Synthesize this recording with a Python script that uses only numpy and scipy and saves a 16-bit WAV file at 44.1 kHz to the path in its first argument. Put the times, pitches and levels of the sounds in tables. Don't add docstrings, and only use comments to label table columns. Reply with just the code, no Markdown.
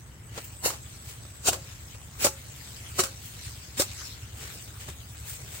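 import sys
import numpy as np
from scipy import signal
from scipy.fft import rfft, irfft, next_fast_len
from scipy.io import wavfile
from scipy.ndimage import uniform_filter1d

SR = 44100
rng = np.random.default_rng(int(sys.argv[2]) if len(sys.argv) > 2 else 0)


def to_wav(s):
    ch = np.atleast_2d(s).T
    pcm = np.round(np.clip(ch, -1, 1) * 32767)
    wavfile.write(sys.argv[1], SR, pcm.astype(np.int16))


N = 246959
T, HZ = np.arange(N) / SR, np.fft.rfftfreq(N, 1 / SR)

# time in seconds, then
# the crunch's level in dB, rise and fall in seconds, brightness in dB per octave and top fizz in dB;
# the thud's level in dB, pitch in Hz, fall and delay in seconds;
# the ground's push in dB, pitch in Hz and heave in dB;
# the swish's level in dB, head start and build-up in seconds;
# the cut's lower resonance in Hz and its height in dB, its upper resonance in Hz and its height in dB;
# the place of a dip in the spectrum in Hz, and the gain of the hoe's ring in dB.
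STROKES = [(0.661, -20, 0.008, 0.016, 1.5, 5.5, -21, 530, 0.00085, 0.00026, -45, 297, -50, -26.5, 0.027, 0.0085, 750, 10, 970, 13, 3380, -65),
           (1.486, -15.5, 0.0094, 0.0055, 2.5, -2, -19.5, 684, 0.004, 0.001, -22, 370, -28.5, -28, 0.043, 0.02, 455, 11, 2200, -6, 1810, -51.5),
           (2.247, -14.5, 0.0034, 0.011, 3, -1, -20.5, 566, 0.0086, 0.001, -31.5, 262, -37, -24.5, 0.071, 0.05, 370, -6, 1270, 8, 3300, -53),
           (2.997, -15.5, 0.0048, 0.008, 2.3, -4, -25, 372, 0.0062, 0.002, -34, 237, -34, -33, 0.067, 0.059, 534, 11.5, 1100, 9, 3350, -64),
           (3.799, -17.5, 0.0028, 0.012, 2.5, -1, -24, 560, 0.0068, 0.00066, -22.5, 301, -34, -29, 0.037, 0.018, 375, 16, 1350, 8.5, 2980, -74)]
# pitch in Hz, relative level in dB, seconds to fade by 60 dB.
HOE_TONES = [(373, 2, 0.16), (539, 2, 0.26), (840, 5, 0.14), (1104, -3, 0.062), (2520, 4, 0.03),
             (7370, 26.5, 0.0084)]
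# time in seconds, snap level in dB, snap fall in seconds, crumble level in dB,
# crumble fall in seconds, brightness in dB per octave, the gap's resonance in Hz, its height in dB.
SOIL_CRACKS = [(0.704, -33, 0.0035, -36.5, 0.015, 0.5, 990, 2),
               (0.737, -44, 0.003, -40.5, 0.019, 0.5, 850, 2),
               (1.514, -39, 0.003, -38, 0.015, -2.5, 560, 2),
               (1.533, -28, 0.0035, -30.5, 0.012, 1.4, 550, 9.5),
               (1.548, -37, 0.002, -43.5, 0.021, -2, 700, 7),
               (2.2685, -20.5, 0.0015, -35, 0.011, -0.7, 350, 2.5),
               (2.9935, -22, 0.0025, -37, 0.0091, -0.5, 1290, 8),
               (3.038, -24.5, 0.0054, -33, 0.017, 2.5, 1420, 5),
               (3.056, -36, 0.0022, -35, 0.013, 2, 1350, 8), (3.8214, -22, 0.0019, -33, 0.0071, 2, 1400, 3)]
# time of the peak in seconds, relative level in dB.
EARTH_SHOWERS = [(0.95, -56), (1.7, -54), (2.682, -54.5), (3.479, -48.5), (4.051, -45.5)]
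# time in seconds, level in dB, rise and fall in seconds.
GROUND_TAPS = [(0.378, -33, 0.00068, 0.0024), (0.386, -32, 0.0031, 0.0036), (1.252, -46, 0.0014, 0.0046),
               (1.949, -45, 0.0016, 0.005), (4.891, -40, 0.0059, 0.0045)]
# time in seconds, level in dB, rise and fall in seconds, brightness in dB per octave.
GRASS_SCUFFS = [(0.376, -39.5, 0.017, 0.014, -2.5), (0.446, -32, 0.0019, 0.0091, 12),
                (1.10, -39.5, 0.022, 0.025, 1), (3.255, -38, 0.01, 0.031, 6),
                (4.44, -40, 0.033, 0.029, -1.5), (4.69, -48, 0.0088, 0.0057, -1),
                (4.808, -40.5, 0.0061, 0.025, 0), (4.89, -41.5, 0.012, 0.019, -0.5),
                (5.297, -33.5, 0.019, 0.032, 4), (5.555, -38, 0.027, 0.035, 1.5)]
# time in seconds, relative level in dB.
RUSTLE_LEVELS = [(0.27, -57.5), (0.42, -47.5), (0.6, -54), (2.1, -52), (2.9, -47), (3.7, -53.5),
                 (4.3, -51.5), (4.55, -44.5), (4.75, -50), (5.13, -51), (5.35, -47.5)]
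RASP_LEVELS = [(0.15, -70), (0.5, -54), (0.8, -55.5), (1.35, -55), (1.85, -67), (2.05, -58), (2.55, -62),
               (3.3, -60), (4.3, -65), (5.5, -58)]
# delay in seconds, relative level in dB.
ENGINE_PATHS = [(0, 4.5), (0.0184, -4.5), (.0285, -49), (0.053, -7), (0.07, -7), (.084, -16)]
# frequency in Hz, relative level in dB.
SOIL_SPECTRUM = [(60, -12), (180, 0.5), (330, 5), (680, 5), (880, 1), (1100, 4), (1400, 3.5), (2000, -1),
                 (3200, -2), (4600, -2), (6000, -1), (7400, -2), (8200, -0.5), (9300, -6), (11500, -14),
                 (15500, -9)]
PATTER_SPECTRUM = [(200, -10), (700, -6.5), (2000, 0.5), (3000, 0.5), (4000, 3), (7500, 2), (9500, -6.5),
                   (15500, -8)]
GRASS_SPECTRUM = [(150, -7.5), (500, -7), (1000, -8), (1900, -3.5), (3000, -3.5), (4500, -6.5), (6000, -5),
                  (8100, -1.5), (9500, -8), (11500, -15.5), (15500, -5.5)]
AIR_SPECTRUM = [(25, -19), (42, -21), (58, 7), (125, 4), (165, -3.5), (300, -12), (600, -18), (1100, -18.5),
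                (2000, -18.5), (5000, -52), (8100, -29), (10000, -63), (15500, -43)]
# frequency in Hz, likeness (1 the same, -1 opposite).
STEREO_LIKENESS = [(100, 0.92), (300, 0.92), (550, 0.68), (900, 0.17), (1300, 0.08), (1750, -0.26),
                   (2400, 0.05), (3400, -0.09), (4500, 0.2), (5600, -0.35), (7000, 0.08), (15000, 0)]
# frequency in Hz, left minus right in dB.
DIGGING_BALANCE = [(600, 0), (1500, 0.5), (4000, -1), (7500, 3), (9800, -5.5), (12000, -2.5), (15000, 0)]
AROUND_BALANCE = [(600, 0.5), (2000, 1), (3500, 4), (6300, 2), (8300, 2), (11200, -4.5), (15000, 2.5)]


def hoe_chops():
    out, t = np.zeros((2, N)), np.arange(-SR // 3, SR // 3) / SR
    for (when, db, rise, fall, bright, fizz_db, thud_db, thud_hz, thud_fall, thud_delay,
         push_db, ground_hz, heave_db, swish_db, lead, build,
         lower_hz, lower_db, upper_hz, upper_db, dip_hz, ring_db) in STROKES:
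        cut = lower_db * bump(lower_hz, octaves=0.12) + upper_db * bump(upper_hz, octaves=0.12)
        dip = -9 * bump(dip_hz, octaves=0.12)
        fizz = fizz_db * bump(13000, octaves=0.48)
        soil_shape = curve(SOIL_SPECTRUM) + tilt(bright) + cut + dip + fizz
        drag = amp(-17) * swell(t, rise, fall=0.028)
        force = np.hypot(swell(t, rise, fall), drag)
        breaks = clicks(per_s=30000, spread_db=2.0, size=len(t))
        crunch = amp(db) * colour(breaks, soil_shape) * force
        stems = np.clip((t + lead) / build, 0, 1) ** 1.5 * np.clip(1 - t / 0.008, 0, 1)
        crackle = clicks(per_s=28000, spread_db=4.5, size=len(t))
        swish = amp(swish_db) * stems * colour(crackle, curve(GRASS_SPECTRUM) + dip + tilt(-1.06))
        grit = nearby_echoes(crunch + swish, echo_db=2.5, decay_s=0.0063)
        low = amp(thud_db) * hollow_thud(t - thud_delay, thud_hz, thud_fall, uneven=0.17)
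        low += ground_heave(t, ground_hz, push_db, heave_db)
        centred_low = np.outer([1, 0], low)
        add(out, when, grit + amp(ring_db) * hoe_ring(crunch) + centred_low)
    return out


def hollow_thud(t, hz, fall, uneven):
    shudder = unit(uniform_filter1d(rng.standard_normal(len(t)), size=30))
    phase = 2 * np.pi * np.cumsum(hz * (1 + uneven * shudder)) / SR
    return np.sqrt(2) * np.sin(phase) * swell(t, rise=0.0016, fall=fall)


def ground_heave(t, hz, push_db, heave_db, heave_s=0.0017):
    heave = -t / heave_s * np.exp(-(t / heave_s) ** 2 / 2)
    settle = np.cos(2 * np.pi * hz * t) * swell(t, rise=0.0016, fall=0.0022)
    return amp(heave_db) * heave + amp(push_db) * settle


def hoe_ring(force):
    t = np.arange(force.shape[1]) / SR
    grip = 1 + 0.01 * rng.standard_normal(len(HOE_TONES))
    ring = sum(amp(db - 60 * t / fade_s) * np.cos(2 * np.pi * hz * shift * t)
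               for (hz, db, fade_s), shift in zip(HOE_TONES, grip))
    return signal.oaconvolve(force, ring[None], axes=1)[:, :len(t)]


def nearby_echoes(sound, echo_db, decay_s):
    t = np.arange(SR // 50) / SR
    pattern = rng.standard_normal((2, len(t))) * np.exp(-t / decay_s)
    pattern /= np.linalg.norm(pattern, axis=1, keepdims=True)
    pattern = signal.sosfilt(signal.butter(2, 1800, "high", fs=SR, output="sos"), pattern)
    echoes = signal.oaconvolve(sound, pattern, axes=1)[:, :sound.shape[1]]
    return (sound + amp(echo_db) * echoes) / np.hypot(1, amp(echo_db))


def soil_cracks(ring_db):
    out, t = np.zeros((2, N)), np.arange(-SR // 5, SR // 5) / SR
    for when, snap_db, snap_s, crumble_db, crumble_s, bright, gap_hz, gap_db in SOIL_CRACKS:
        shape = curve(SOIL_SPECTRUM) + tilt(bright) + gap_db * bump(gap_hz, octaves=0.3)
        snap = swell(t, rise=0.0014, fall=snap_s) * clicks(per_s=7000, spread_db=1.0, size=len(t))
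        crumbs = swell(t, rise=0.004, fall=crumble_s) * clicks(per_s=2500, spread_db=1.5, size=len(t))
        earth = colour(amp(snap_db) * snap + amp(crumble_db) * crumbs, shape)
        add(out, when, earth + amp(ring_db) * hoe_ring(earth))
    return out


def falling_earth(gain_db):
    showers = sum(amp(db) * swell(T - when, rise=0.13, fall=0.061) for when, db in EARTH_SHOWERS)
    crumbs = colour(clicks(per_s=9000, spread_db=2.2), curve(PATTER_SPECTRUM))
    return amp(gain_db) * showers * patchy(crumbs)


def knocks(db_per_octave):
    rows = [(when, db, rise, fall, db_per_octave) for when, db, rise, fall in GROUND_TAPS]
    return bursts(rows, SOIL_SPECTRUM, per_s=12000, spread_db=1.3)


def scuffs():
    return bursts(GRASS_SCUFFS, GRASS_SPECTRUM, per_s=6000, spread_db=-2.5)


def grass_rustle(gain_db):
    level_db = np.interp(T, *np.transpose(RUSTLE_LEVELS)) + gain_db
    crackle = colour(clicks(per_s=9000, spread_db=2.2), curve(GRASS_SPECTRUM))
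    return amp(level_db) * patchy(crackle)


def insect_rasp(hz, waver_db, wander_hz):
    waver, wander = (unit(uniform_filter1d(uniform_filter1d(noise, size=3000), size=1500))
                     for noise in rng.standard_normal((2, N)))
    band = colour(clicks(per_s=1500, spread_db=2.5), 55 * bump(hz, octaves=0.13))
    pitch_slide = np.exp(2j * np.pi * np.cumsum(wander_hz * wander) / SR)
    rasp = (signal.hilbert(band, next_fast_len(N))[:, :N] * pitch_slide).real
    level_db = np.interp(T, *np.transpose(RASP_LEVELS)) + waver_db * waver
    return amp(level_db) * rasp


def far_engine(gain_db, firings_per_s, puff_hz, puff_s, pipe_hz, pipe_db, pipe_s, uneven_db, scatter_db):
    out, t = np.zeros((2, N)), np.arange(-SR // 4, SR // 4) / SR
    puffs = sum(amp(db) * np.exp(-((t - late) / puff_s) ** 2 / 2)
                * -np.cos(2 * np.pi * puff_hz * (t - late)) for late, db in ENGINE_PATHS)
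    pipe = amp(pipe_db) * (t > 0) * np.exp(-abs(t) / pipe_s) * np.sin(2 * np.pi * pipe_hz * t)
    beat = puffs - pipe
    first_beat_s, slip_s = 0.098, 0.00017
    for when in np.arange(first_beat_s - 1 / firings_per_s, T[-1], 1 / firings_per_s):
        strength, slip = rng.standard_normal(2)
        add(out, when + slip_s * slip, amp(gain_db + uneven_db * strength) * np.array([beat, beat]))
    scatter = unit(signal.oaconvolve(rng.standard_normal((2, N)), beat[None], "same", axes=1))
    return out + amp(gain_db + scatter_db) * scatter


def air(db):
    return amp(db) * colour(rng.standard_normal((2, N)), curve(AIR_SPECTRUM))


def clicks(per_s, spread_db, size=N):
    height = amp(spread_db * np.minimum(rng.exponential(1, size), 4))
    happens = rng.random(size) < per_s / SR
    return unit(height * happens * rng.standard_normal((2, size)))


def bursts(rows, spectrum, per_s, spread_db):
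    out, t = np.zeros((2, N)), np.arange(-SR // 5, SR // 5) / SR
    for when, db, rise, fall, bright in rows:
        crackle = colour(clicks(per_s, spread_db, size=len(t)), curve(spectrum) + tilt(bright))
        add(out, when, amp(db) * swell(t, rise, fall) * crackle)
    return out


def patchy(crackle, depth_db=3.5):
    cells = signal.stft(crackle, nperseg=512)[2]
    noise = rng.standard_normal(cells.shape[1:])
    patches = unit(uniform_filter1d(uniform_filter1d(noise, size=7, axis=0), size=7, axis=1))
    return unit(signal.istft(cells * amp(depth_db * patches))[1][:, :N])


def swell(t, rise, fall):
    return np.exp(-abs(t / np.where(t < 0, rise, fall)) ** 1.14 / 2)


def colour(sound, db):
    taps = np.roll(irfft(amp(db)), 1024)[:2049] * np.hanning(2049)
    return signal.oaconvolve(sound, taps[None] / np.linalg.norm(taps), "same", axes=1)


def curve(points):
    hz, value = np.transpose(points)
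    return np.interp(np.log(HZ + 1), np.log(hz), value)


def tilt(db_per_octave):
    return db_per_octave * np.log2(np.maximum(HZ, 300) / 4000)


def bump(hz, octaves):
    return np.exp(-(np.log2((HZ + 1) / hz) / octaves) ** 2)


def amp(db):
    return 10 ** (np.asarray(db) / 20)


def unit(x):
    return x / np.sqrt(np.mean(x ** 2) + 1e-20)


def add(mix, when, sound):
    start = round(when * SR) - sound.shape[1] // 2
    part = mix[:, max(start, 0):start + sound.shape[1]]
    part += sound[:, max(-start, 0):][:, :part.shape[1]]


def stereo(pair, balance):
    size = next_fast_len(N)
    hz = np.fft.rfftfreq(size, 1 / SR)
    likeness = np.clip(np.interp(hz, HZ, curve(STEREO_LIKENESS)), -1, 1)
    lean_db = np.interp(hz, HZ, curve(balance))
    mid, side = rfft(pair, size) * np.sqrt([(1 + likeness) / 2, (1 - likeness) / 2])
    return irfft([(mid + side) * amp(lean_db / 2), (mid - side) * amp(-lean_db / 2)], size)[:, :N]


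def scene():
    digging = hoe_chops() + soil_cracks(ring_db=-56.5) + knocks(db_per_octave=-1.6)
    grass = scuffs() + grass_rustle(gain_db=3.0) + falling_earth(gain_db=5.0)
    engine = far_engine(gain_db=-41.0, firings_per_s=9.18, puff_hz=97.5, puff_s=0.0055,
                        pipe_hz=72.85, pipe_db=-8.5, pipe_s=0.079, uneven_db=-2.0, scatter_db=-23)
    around = grass + air(db=-48.5) + insect_rasp(hz=8040, waver_db=3, wander_hz=70)
    return stereo(digging, DIGGING_BALANCE) + stereo(around, AROUND_BALANCE) + engine


def record(dry, low_hz=45, top_hz=15980):
    size = 2 * next_fast_len(N)
    hz = np.fft.rfftfreq(size, 1 / SR)
    bass_cut = 1 - 0.71 / (1 + (hz / low_hz) ** 8)
    thinned = irfft(rfft(dry, size) * bass_cut)[:, :N]
    treble_cut = signal.firwin(511, top_hz, window=("kaiser", 9), fs=SR)
    return signal.oaconvolve(thinned, treble_cut[None], "same")


dry = scene()
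out = record(dry)
to_wav(out)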